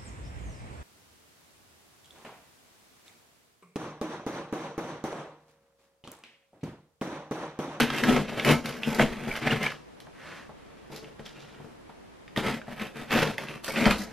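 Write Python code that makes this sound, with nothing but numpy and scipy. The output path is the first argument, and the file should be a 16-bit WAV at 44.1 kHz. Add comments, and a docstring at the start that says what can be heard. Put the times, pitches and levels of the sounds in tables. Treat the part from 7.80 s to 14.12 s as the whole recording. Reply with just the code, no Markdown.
"""Cutting tape on a box, carpeted bedroom

A small blade saws through packing tape on a cardboard box, first at the left end, then at the right, heard in stereo.
Each stroke is a run of tiny slips that rasp in the board, fizz in the tape and drum on the hollow box.
Noise bursts through a strip resonance make the tape snaps; brief wavering tones make the blade squeaks.
Between the cuts a foot drags over the carpet, and hands take a new grip, rustling on the tape and bumping the box.
Room reflections, a quiet hush, microphone hiss, low hum and thin whine lie around these sounds."""
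import sys
import numpy as np
from scipy import signal
from scipy.fft import rfft, irfft, next_fast_len
from scipy.io import wavfile
from scipy.ndimage import uniform_filter1d, map_coordinates

SR = 44100
rng = np.random.default_rng(int(sys.argv[2]) if len(sys.argv) > 2 else 0)


def put_to_file(sound):
    """Save the sound as 16-bit audio at rate SR, in the file named by the first command-line argument."""
    columns = np.atleast_2d(sound).T  # one column per channel
    safe = np.clip(columns, -1, 1)
    whole_steps = np.round(safe * 32767)
    wavfile.write(sys.argv[1], SR, whole_steps.astype(np.int16))


N = 278712  # length in samples

# foot dragging on the carpet: time_s, level_db
FOOT_DRAG = [(2.33, -65), (2.4, -51.5), (2.476, -46), (2.586, -45.5), (2.68, -59)]
# clearest snaps of tape and fibres; peaks before the side colouring, tick before TICK_GAIN_DB:
# start_s, strip_peak_db, strip_pitch_hz, board_crack_db, bright_tick_db
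CLEAR_SNAPS = [(0.0124, -14.5, 2970, -24, -44), (0.1012, -26, 1770, -19.5, -51),
               (0.177, -20.5, 2700, -28, -43), (0.183, -19, 2640, -21.5, -36),
               (0.236, -15.5, 1560, -13.5, -35), (0.3626, -20, 1490, -18, -53),
               (0.507, -40, 2700, -44, -62), (0.5962, -18.5, 2300, -21.5, -58),
               (0.6475, -13.5, 1920, -19, -31), (0.6655, -20, 2400, -28, -48),
               (0.6895, -16.5, 2900, -19, -42), (0.8569, -30, 2460, -29, -36),
               (0.8908, -33, 3030, -40, -40), (1.0329, -15.5, 2700, -31, -51),
               (1.1464, -31, 2100, -36, -34.5), (1.1949, -13.5, 1385, -18, -46),
               (1.2135, -16, 2280, -24, -50), (1.563, -28, 1900, -36, -41), (1.8292, -28, 2630, -38, -35.5),
               (1.918, -30, 1300, -38, -50), (2.2015, -43, 3230, -50, -52), (3.1612, -35.5, 4930, -46, -43),
               (3.244, -40, 2440, -48, -74), (3.393, -40, 1230, -40.5, -72), (3.462, -35.5, 2980, -40, -51),
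               (4.4784, -42, 2020, -41, -75), (4.5617, -24, 1980, -27, -46),
               (4.574, -20.5, 3200, -27.5, -41), (4.8156, -35, 1570, -41, -74),
               (4.996, -31, 2100, -31, -58), (5.3066, -39, 2560, -22, -53), (5.388, -28, 2500, -17, -40),
               (5.5808, -19.5, 2220, -41, -40.5), (5.6845, -29.5, 2830, -32.5, -62),
               (5.8435, -39, 2870, -40, -30.5), (5.879, -26, 1800, -24.5, -54),
               (5.9595, -20, 2200, -32, -54), (6.055, -13.5, 2000, -13, -50), (6.1075, -27, 1570, -16, -29)]
# blade breaking through or hand bumping the box; scuff and sway relative to the knock level:
# start_s, level_db, scuff_db, sway_db, scuff_pitch_hz
BOX_KNOCKS = [(0.288, -17.5, 0, -15, 490), (0.364, -14, -5.5, -22, 507), (0.522, -29, -3, -20, 493),
              (0.664, -24, 6.5, -28, 597), (0.696, -11.5, -8, -28, 505), (0.708, -16, -9, -18, 500),
              (1.074, -18, -23, -23, 500), (1.193, -21, 8.5, -19, 600), (1.215, -12.5, -8, -17, 487),
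              (1.473, -23, -11.5, -12, 500), (1.755, -21, -12, -26, 500), (2.266, -47.5, 6.5, -16, 680),
              (2.692, -43.5, 5, -22, 560), (3.1, -36, -8, -15, 593), (3.122, -37, -6, -25, 805),
              (3.395, -32, -8, -20, 497), (3.8, -36, -7, -30, 650), (3.845, -36.5, -9, -27, 620),
              (4.093, -41.5, 2, -19, 716), (4.575, -19, -4.5, -29, 516), (4.88, -32, 1, -28, 518),
              (5.357, -14, -5.5, -33, 500), (5.582, -43, 16, -28, 533), (5.881, -31.5, 5, -15, 465),
              (6.063, -8.5, -4.5, -14, 597)]
# blade sticking in the tape: centre_s, level_db, pitch_hz
BLADE_SQUEAKS = [(1.516, -24, 2262), (1.711, -21.5, 2810), (1.867, -18.5, 2317), (5.908, -27.5, 2230),
                 (6.219, -35.5, 1950)]
# panels and air of the box, gain before the bass loss: pitch_hz, width_hz, gain_db
BOX_MODES = [(35.6, 4.3, -20), (149, 14, 7.5), (312, 19, -5), (374.4, 17, -4), (434, 19.7, -0.5),
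             (532, 11, -6), (613, 7.4, -8), (680, 10, -11.5), (740, 8.9, -10.5), (867, 19, -11),
             (1301, 19, -10)]
# colour of the board: pitch_hz, relative_db
BOARD_COLOUR = [(250, -5), (550, 3.5), (800, 2), (1050, 4.5), (1500, 8), (2200, 8), (3150, 5), (3650, 0),
                (5000, -8.5), (7000, -17), (12000, -34.5), (15500, -64.5)]
# colour of the tape: pitch_hz, relative_db
TAPE_COLOUR = [(2000, 19), (4300, 26), (6000, 20), (8500, 15), (12300, 18), (14000, 13), (16000, 2)]
# colour of a sock on carpet: pitch_hz, relative_db
CARPET_COLOUR = [(88, -28), (150, 5.5), (401, -6), (578, 3), (674, -4.5), (1870, 2), (15000, -35)]
# colour of room hush and microphone hiss: pitch_hz, relative_db
QUIET_COLOUR = [(15, -48), (25, -13.5), (119, -9.5), (260, -9.5), (648, -13.5), (1110, -16.5),
                (1450, -20.5), (1750, -19.5), (10600, -40.5), (15500, -48)]
# low hum and thin whine, level around which each wavers: pitch_hz, level_db
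HUM_AND_WHINE = [(59.7, -69.5), (10853, -84)]
# decay of the bedroom: pitch_hz, t60_s
ROOM_DECAY = [(150, 0.16), (500, 0.4), (2000, 0.11), (6000, 0.4), (14000, 0.13)]
# side gain by pitch, nearly mono in the middle pitches: pitch_hz, side_gain_db
SIDE_GAIN = [(60, -28), (300, -10.5), (800, -24), (2600, -42), (4200, -6.5), (6500, -2), (14000, 1)]
# left-right colour of the microphones: pitch_hz, left_minus_right_db
MICROPHONE_COLOUR = [(90, -1.5), (210, 2.5), (320, 3), (470, 6), (510, -0.5)]
# bending waves running through the board: pitch_hz, t60_s
BOARD_DECAY = [(200, 0.042), (2000, 0.045), (12000, 0.018)]
# stereo width of the hush and hiss: pitch_hz, side_gain_db
QUIET_WIDTH_GAIN = [(40, -21), (160, 4), (380, 7.5), (700, 2.5), (2000, -1), (12000, 1.5)]
# colour of skin or blade on the box face: multiple_of_scuff_pitch, relative_db
SCUFF_COLOUR = [(.3, -21.5), (1, 9), (1.6, 2), (2.8, -6.5), (5.6, -20), (12, -61)]
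# colour of the box rocking on the carpet: pitch_hz, relative_db
SWAY_COLOUR = [(15, -3), (33, -3.5), (55, -5), (95, -13.5), (140, -11.5), (400, -80)]
# pushes of the blade and, between cuts, rubs of the hands; levels before the balance in cutting():
# full_force_s, rise_s, hold_s, board_rasp_db, box_drumming_db, tape_fizz_db
BLADE_STROKES = [(0.0, .01, 0.0045, -20, -19.5, -23), (0.055, .03, 0.15, -31.5, -34.5, -40),
                 (0.17, 0.034, 0.0091, -28, -38, -30.5), (0.255, 0.053, 0.12, -27, -24, -39),
                 (0.546, 0.24, 0.14, -34, -35.5, -61), (0.686, 0.076, 0.031, -21.5, -20.5, -27),
                 (0.848, 0.014, 0.13, -39, -39, -43.5), (1.036, 0.035, 0.17, -36, -37, -38),
                 (1.189, 0.008, 0.033, -25, -22.5, -37), (1.305, 0.058, 0.2, -40, -39.5, -49),
                 (1.547, 0.079, 0.011, -27, -47.5, -31.5), (1.626, 0.028, .05, -27.5, -33, -53),
                 (1.676, 0.088, 0.06, -24.5, -29, -46), (1.776, .05, 0.034, -34, -35.5, -44),
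                 (1.845, 0.094, 0.032, -27.5, -35, -37), (2.768, 0.061, 0.39, -58.5, -63, -84),
                 (3.126, 0.033, 0.044, -50, -47.5, -47), (3.23, 0.045, 0.069, -55, -50.5, -72),
                 (3.466, 0.073, 0.32, -53.5, -56.5, -78), (3.732, 0.04, 0.18, -72, -55.5, -83),
                 (4.569, 0.012, 0.025, -34, -32, -45), (4.654, 0.076, 0.069, -31, -31, -40),
                 (4.893, 0.05, 0.028, -41.5, -45.5, -49), (5.017, 0.066, 0.0078, -29, -33.5, -35.5),
                 (5.191, 0.073, 0.027, -38, -40.5, -42.5), (5.329, 0.037, 0.1, -21.5, -26.5, -28),
                 (5.437, 0.057, 0.027, -27, -26.5, -40), (5.594, 0.056, 0.16, -40, -44.5, -46),
                 (5.842, 0.0096, 0.073, -38, -60, -29.5), (5.971, 0.052, 0.09, -25.5, -27.5, -38),
                 (6.062, 0.018, 0.052, -24, -23, -36), (6.184, .012, 0.028, -42, -34.5, -33),
                 (6.25, .05, 0.079, -50, -44, -51)]
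# fingertips sliding over the tape: full_force_s, rise_s, hold_s, level_db
FINGER_RUBS = [(1.03, .006, 0.021, -61), (3.124, .02, .02, -57.5), (3.154, .01, 0.014, -53),
               (3.458, 0.034, 0.018, -52), (3.52, .05, 0.21, -64), (3.604, .01, 0.016, -55)]
# colour of fingertips on film: pitch_hz, relative_db
FINGER_COLOUR = [(1500, -14), (3500, 5), (5800, -2), (9000, -15), (14000, -24)]
# lid held at the left end, held at the right end, then pulled free; pitch before bending by the hand:
# start_s, pitch_hz, gain_db
LID_MODES = [(0, 228, 6.5), (2.8, 214, 5.5), (5.82, 213, 8.5)]

SAG_DB_PER_S, RELEASE_DB_PER_S = 1.5, 248  # the force eases during a stroke, then dies away
CRACKLE_PER_S, CRACKLE_DB, CRACKLE_SPREAD_DB = 36, -9.5, 5  # level relative to the rasp gain
CRACKLE_HZ, CRACKLE_OCTAVES = 2160, 0.71  # central pitch and standard deviation
CRACKLE_BOARD_DB, CRACKLE_TICK_DB = 4, -25  # relative to the strip; tick before TICK_GAIN_DB
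TICK_GAIN_DB = 6.5
ROCK_DB = -21  # rocking under a stroke, relative to its box resonance
STRIP_Q, BREAK_AT_S, FLURRY_DB = 1.92, 0.001171, -0.5
PRESS_BEND = 0.04  # largest fractional shift of the lid pitch, either way
LID_WIDTH_HZ, BASS_HZ = 27.4, 76  # lid damping; the small box radiates deep bass poorly
TOP_HZ = 15600


def amp(db):
    """Decibels to gain."""
    return 10 ** (np.asarray(db) / 20)


def unit(x):
    """Scale to rms 1."""
    return x / np.sqrt(np.mean(x ** 2) + 1e-20)


def peaked(x):
    """Scale each channel to peak 1."""
    return x / abs(x).max(axis=-1, keepdims=True)


def even(x, span=0.18):
    """Level each span in seconds to about rms 1, leaving the finer grain."""
    size = int(span * SR)
    power = uniform_filter1d(uniform_filter1d(x ** 2, size), size)
    return x / np.sqrt(abs(power) + 1e-12)


def along(points, hz):
    """Read (Hz, value) points on a log frequency axis."""
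    f, v = np.transpose(points)
    return np.interp(np.log(hz + 1), np.log(f), v)


def filtered(x, response):
    """Apply a complex response of frequency, padded for its ringing."""
    m = 2 * next_fast_len(x.shape[-1] // 2 + min(x.shape[-1], SR // 4))
    spectrum = rfft(x, m) * response(np.fft.rfftfreq(m, 1 / SR))
    return irfft(spectrum, m)[..., :x.shape[-1]]


def coloured(x, spectrum):
    """Causal, minimum-phase filter with the given (Hz, dB) shape."""
    def response(hz):
        # folding the cepstrum puts the filter's energy after each impulse
        cepstrum = irfft(np.log(amp(along(spectrum, hz))))
        cepstrum[1:len(hz) - 1] *= 2
        cepstrum[len(hz):] = 0
        return np.exp(rfft(cepstrum))
    return filtered(x, response)


def add(track, s, sound):
    """Mix a sound in at time s."""
    part = track[..., max(0, round(s * SR)):][..., :sound.shape[-1]]
    part += sound[..., :part.shape[-1]]


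def decay(t, t60):
    """Gain falling 60 dB in t60 seconds."""
    return np.exp(-np.log(1000) * t / t60)


def wobble(rate):
    """A smooth random curve, rate knots a second."""
    knots = rng.standard_normal(int(N * rate / SR) + 4)
    return map_coordinates(knots, [np.arange(N) * rate / SR])


def burst(t, rise, life):
    """Mid and side noise that swells quickly and falls 60 dB in life seconds."""
    noise = rng.standard_normal((2, len(t)))
    return noise * (1 - np.exp(-t / rise)) * decay(t, life)


def slips(rate, spread_db):
    """Mid and side kicks of varied size and random sign, at shared irregular moments."""
    happens = rng.random(N) < rate / SR
    size = happens * amp(spread_db * np.clip(rng.standard_normal(N), -2, 2))
    return size * rng.choice([-1, 1], (2, N))


def force(s, rise, hold):
    """Gain of one stroke: it swells 20 dB per rise time, eases while held, then is released."""
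    t = np.arange(N) / SR - s
    swell_db = 20 * np.minimum(t, 0) / max(rise, .002)
    sag_db = SAG_DB_PER_S * np.clip(t, 0, hold)
    release_db = RELEASE_DB_PER_S * np.maximum(t - hold, 0)
    return amp(np.maximum(swell_db - sag_db - release_db, -200))


def room_tone():
    """Room hush and hiss of the two microphones, with a low hum and a thin whine that waver."""
    t = np.arange(N) / SR
    tones = np.zeros(N)
    for hz, db in HUM_AND_WHINE:
        tones += amp(db + 1.8 * wobble(9.3)) * np.sqrt(2) * np.sin(2 * np.pi * hz * t)
    mid, side = amp(-55.5) * unit(coloured(rng.standard_normal((2, N)), QUIET_COLOUR))
    return np.array([mid + tones, coloured(side, QUIET_WIDTH_GAIN)])


def echoes(x, lives, count=16):
    """Dense reflections with (Hz, t60 s) decay; crossfaded patterns shift as arms and blade move."""
    out, place = np.zeros((2, N)), np.linspace(0, count - 1, N)
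    for k in range(count):
        hz, t, z = signal.stft(rng.standard_normal((2, SR // 2)), SR, nperseg=128)
        fading = z * decay(t, along(lives, hz)[:, None])
        tail = signal.istft(fading, SR, nperseg=128)[1]
        near = np.flatnonzero(abs(place - k) < 1)
        part = x[:, near] * np.cos((place[near] - k) * np.pi / 2)
        reflected = signal.fftconvolve(part, tail / np.linalg.norm(tail[0]), axes=1)
        add(out, near[0] / SR, reflected)
    return out


def foot():
    """A sock brushes over countless carpet fibres: dense slips with the carpet's colour."""
    s, db = np.transpose(FOOT_DRAG)
    drag = amp(np.interp(np.arange(N) / SR, s, db, left=-np.inf, right=-np.inf))
    return drag * unit(coloured(slips(rate=5800, spread_db=2.0), CARPET_COLOUR))


def fingers():
    """Dry skin on plastic film: a broad, light rustle of tiny slips."""
    touch = np.max([amp(db) * force(s, rise, hold) for s, rise, hold, db in FINGER_RUBS], axis=0)
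    return touch * even(coloured(slips(rate=2700, spread_db=7), FINGER_COLOUR))


def box(x, s, bend):
    """The hollow box rings in its walls and air; place and hand pressure move the lid's resonance."""
    _, lid_hz, lid_db = LID_MODES[sum(s >= row[0] for row in LID_MODES[1:])]
    modes = BOX_MODES + [(lid_hz * (1 + bend), LID_WIDTH_HZ, lid_db)]

    def response(f):
        ringing = sum(amp(db) * 1j * f * w / (c * c - f * f + 1j * f * w) for c, w, db in modes)
        return ringing * (1j * f / (BASS_HZ + 1j * f)) ** 2
    return filtered(x, response)


def knocks(contact=0.00041):
    """A short rough shove (contact in s) rings the box, scuffs its face and rocks it on the carpet."""
    out, t = np.zeros((2, N)), np.arange(SR // 4) / SR
    push = peaked(t * np.exp(-t / contact))  # the same soft pulse in every shove
    for s, db, scuff_db, sway_db, scuff_hz in BOX_KNOCKS:
        shove = burst(t, rise=0.0039, life=0.083) + amp(-3.5) * push
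        thud = peaked(box(shove, s, rng.uniform(-PRESS_BEND, PRESS_BEND)))
        scuff_shape = [(ratio * scuff_hz, level) for ratio, level in SCUFF_COLOUR]
        scuff = peaked(coloured(burst(t, rise=0.00034, life=0.13), scuff_shape))
        sway = peaked(coloured(burst(t, rise=0.0074, life=0.38), SWAY_COLOUR))
        add(out, s, amp(db) * (amp(-3.5) * thud + amp(scuff_db) * scuff + amp(sway_db) * sway))
    return out


def squeaks(length=0.0026, chatter_db=-20):
    """The slips lock into a tone for a few milliseconds, with the same tone weaker around it."""
    out, t = np.zeros((2, N)), np.arange(N) / SR
    for s, db, hz in BLADE_SQUEAKS:
        swell = np.exp(-((t - s) / length) ** 2) + amp(chatter_db) * np.exp(-abs(t - s) / 0.014)
        drift = 0.036 * np.cumsum(rng.standard_normal(N))  # wandering phase, radians
        out += amp(db) * swell * np.sin(2 * np.pi * hz * t + drift)
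    return out


def strip(x, hz):
    """The broad, dead resonance of a taut strip of tape."""
    def response(f):
        damping = 1j * f * hz / STRIP_Q
        return (damping / (hz * hz - f * f + damping)) ** 3
    return filtered(x, response)


def snaps(rows):
    """Taut tape breaks in a flurry: a dead ring of the strip, a crack in the board and a bright tick."""
    out, t = np.zeros((2, N)), np.arange(SR // 20) / SR
    main_break = np.arange(len(t)) == round(BREAK_AT_S * SR)
    for s, db, hz, crack_db, tick_db in rows:
        flurry = amp(FLURRY_DB) * burst(t, rise=0.00021, life=0.0088)
        ring = peaked(strip(main_break + flurry, hz))
        crack = peaked(coloured(burst(t, rise=0.0019, life=0.015), BOARD_COLOUR))
        tick = peaked(coloured(burst(t, rise=0.0011, life=0.025), TAPE_COLOUR))
        add(out, s, amp(db) * ring + amp(crack_db) * crack + amp(tick_db + TICK_GAIN_DB) * tick)
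    return out


def crackle(rasp):
    """Lesser snaps at random moments, scaled by the stroke's rasp; rows like CLEAR_SNAPS."""
    draws = rng.random((int(CRACKLE_PER_S * N / SR), 3))
    at = (draws[:, 0] * N).astype(int)
    size, pitch = np.sqrt(12) * (draws[:, 1:].T - .5)  # uniform, standard deviation 1
    db = 20 * np.log10(rasp[at]) + CRACKLE_DB + CRACKLE_SPREAD_DB * size
    hz = CRACKLE_HZ * 2 ** (CRACKLE_OCTAVES * pitch)
    return np.transpose([at / SR, db, hz, db + CRACKLE_BOARD_DB, db + CRACKLE_TICK_DB])


def effort():
    """Gains of rasp, drumming and fizz; the strongest stroke leads each at every moment."""
    out = np.zeros((3, N))
    for s, rise, hold, *dbs in BLADE_STROKES:
        out = np.maximum(out, amp(dbs)[:, None] * force(s, rise, hold))
    return out


def drumming(x):
    """The box rings grip after grip; it lurches, and the hand slackens and tightens the lid."""
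    pressed, parts = np.clip(.5 + .5 * wobble(rate=6), 0, 1), []
    for span in np.split(np.arange(N), [int(row[0] * SR) for row in LID_MODES[1:]]):
        middle_s = span.mean() / SR
        slack = box(x[:, span], middle_s, -PRESS_BEND)
        taut = box(x[:, span], middle_s, PRESS_BEND)
        parts.append(slack + pressed[span] * (taut - slack))
    lurch_db = 1.4 * wobble(22)
    return even(np.hstack(parts)) * amp(lurch_db)


def cutting(rasp, drum, fizz):
    """The edge catches and tears free over and over; the same slips drive board, tape and box."""
    rips = unit(slips(rate=330, spread_db=2.0))
    fibres = unit(slips(rate=12000, spread_db=2.5))
    tearing = unit(echoes(rips + amp(-9.5) * fibres, BOARD_DECAY, count=40))  # smeared by the board
    crinkle = unit(slips(rate=46, spread_db=6))  # single ticks of the plastic film
    board = even(coloured(tearing + fibres, BOARD_COLOUR))
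    tape = even(coloured(tearing + amp(-14) * crinkle, TAPE_COLOUR))
    rocking = amp(ROCK_DB) * unit(coloured(fibres, SWAY_COLOUR))
    body = drumming(tearing + amp(6.0) * fibres) + rocking
    judder = amp(2.36 * wobble(55))  # the blade advances in jerks
    return judder * (amp(-0.5) * drum * body + amp(-7.0) * rasp * board + amp(-11.0) * fizz * tape)


def scene():
    """Mix mid and side into left and right, shaping side gain and balance by pitch."""
    rasp, drum, fizz = effort()
    strokes = cutting(rasp, drum, fizz) + knocks() + foot() + fingers()
    squeal = squeaks()
    clicks = snaps(CLEAR_SNAPS) + snaps(crackle(rasp))
    into_room = amp(-10.5) * strokes + amp(-1.5) * clicks + amp(-6.0) * squeal
    mid, side = strokes + clicks + squeal + echoes(into_room, ROOM_DECAY)
    to_ears = np.array([[1, 1], [1, -1]])  # left is mid plus side, right is mid minus side
    pair = to_ears @ np.array([mid, coloured(side, SIDE_GAIN)])
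    heard = filtered(pair, lambda hz: amp(np.outer([.5, -.5], along(MICROPHONE_COLOUR, hz))))
    return heard + to_ears @ room_tone()


def record(dry, dull_hz=14300):
    """The pickup's top treble fades, and nothing passes above its band limit."""
    return filtered(dry, lambda hz: (hz < TOP_HZ) / (1 + (hz / dull_hz) ** 20))


dry = scene()
out = record(dry)
put_to_file(out)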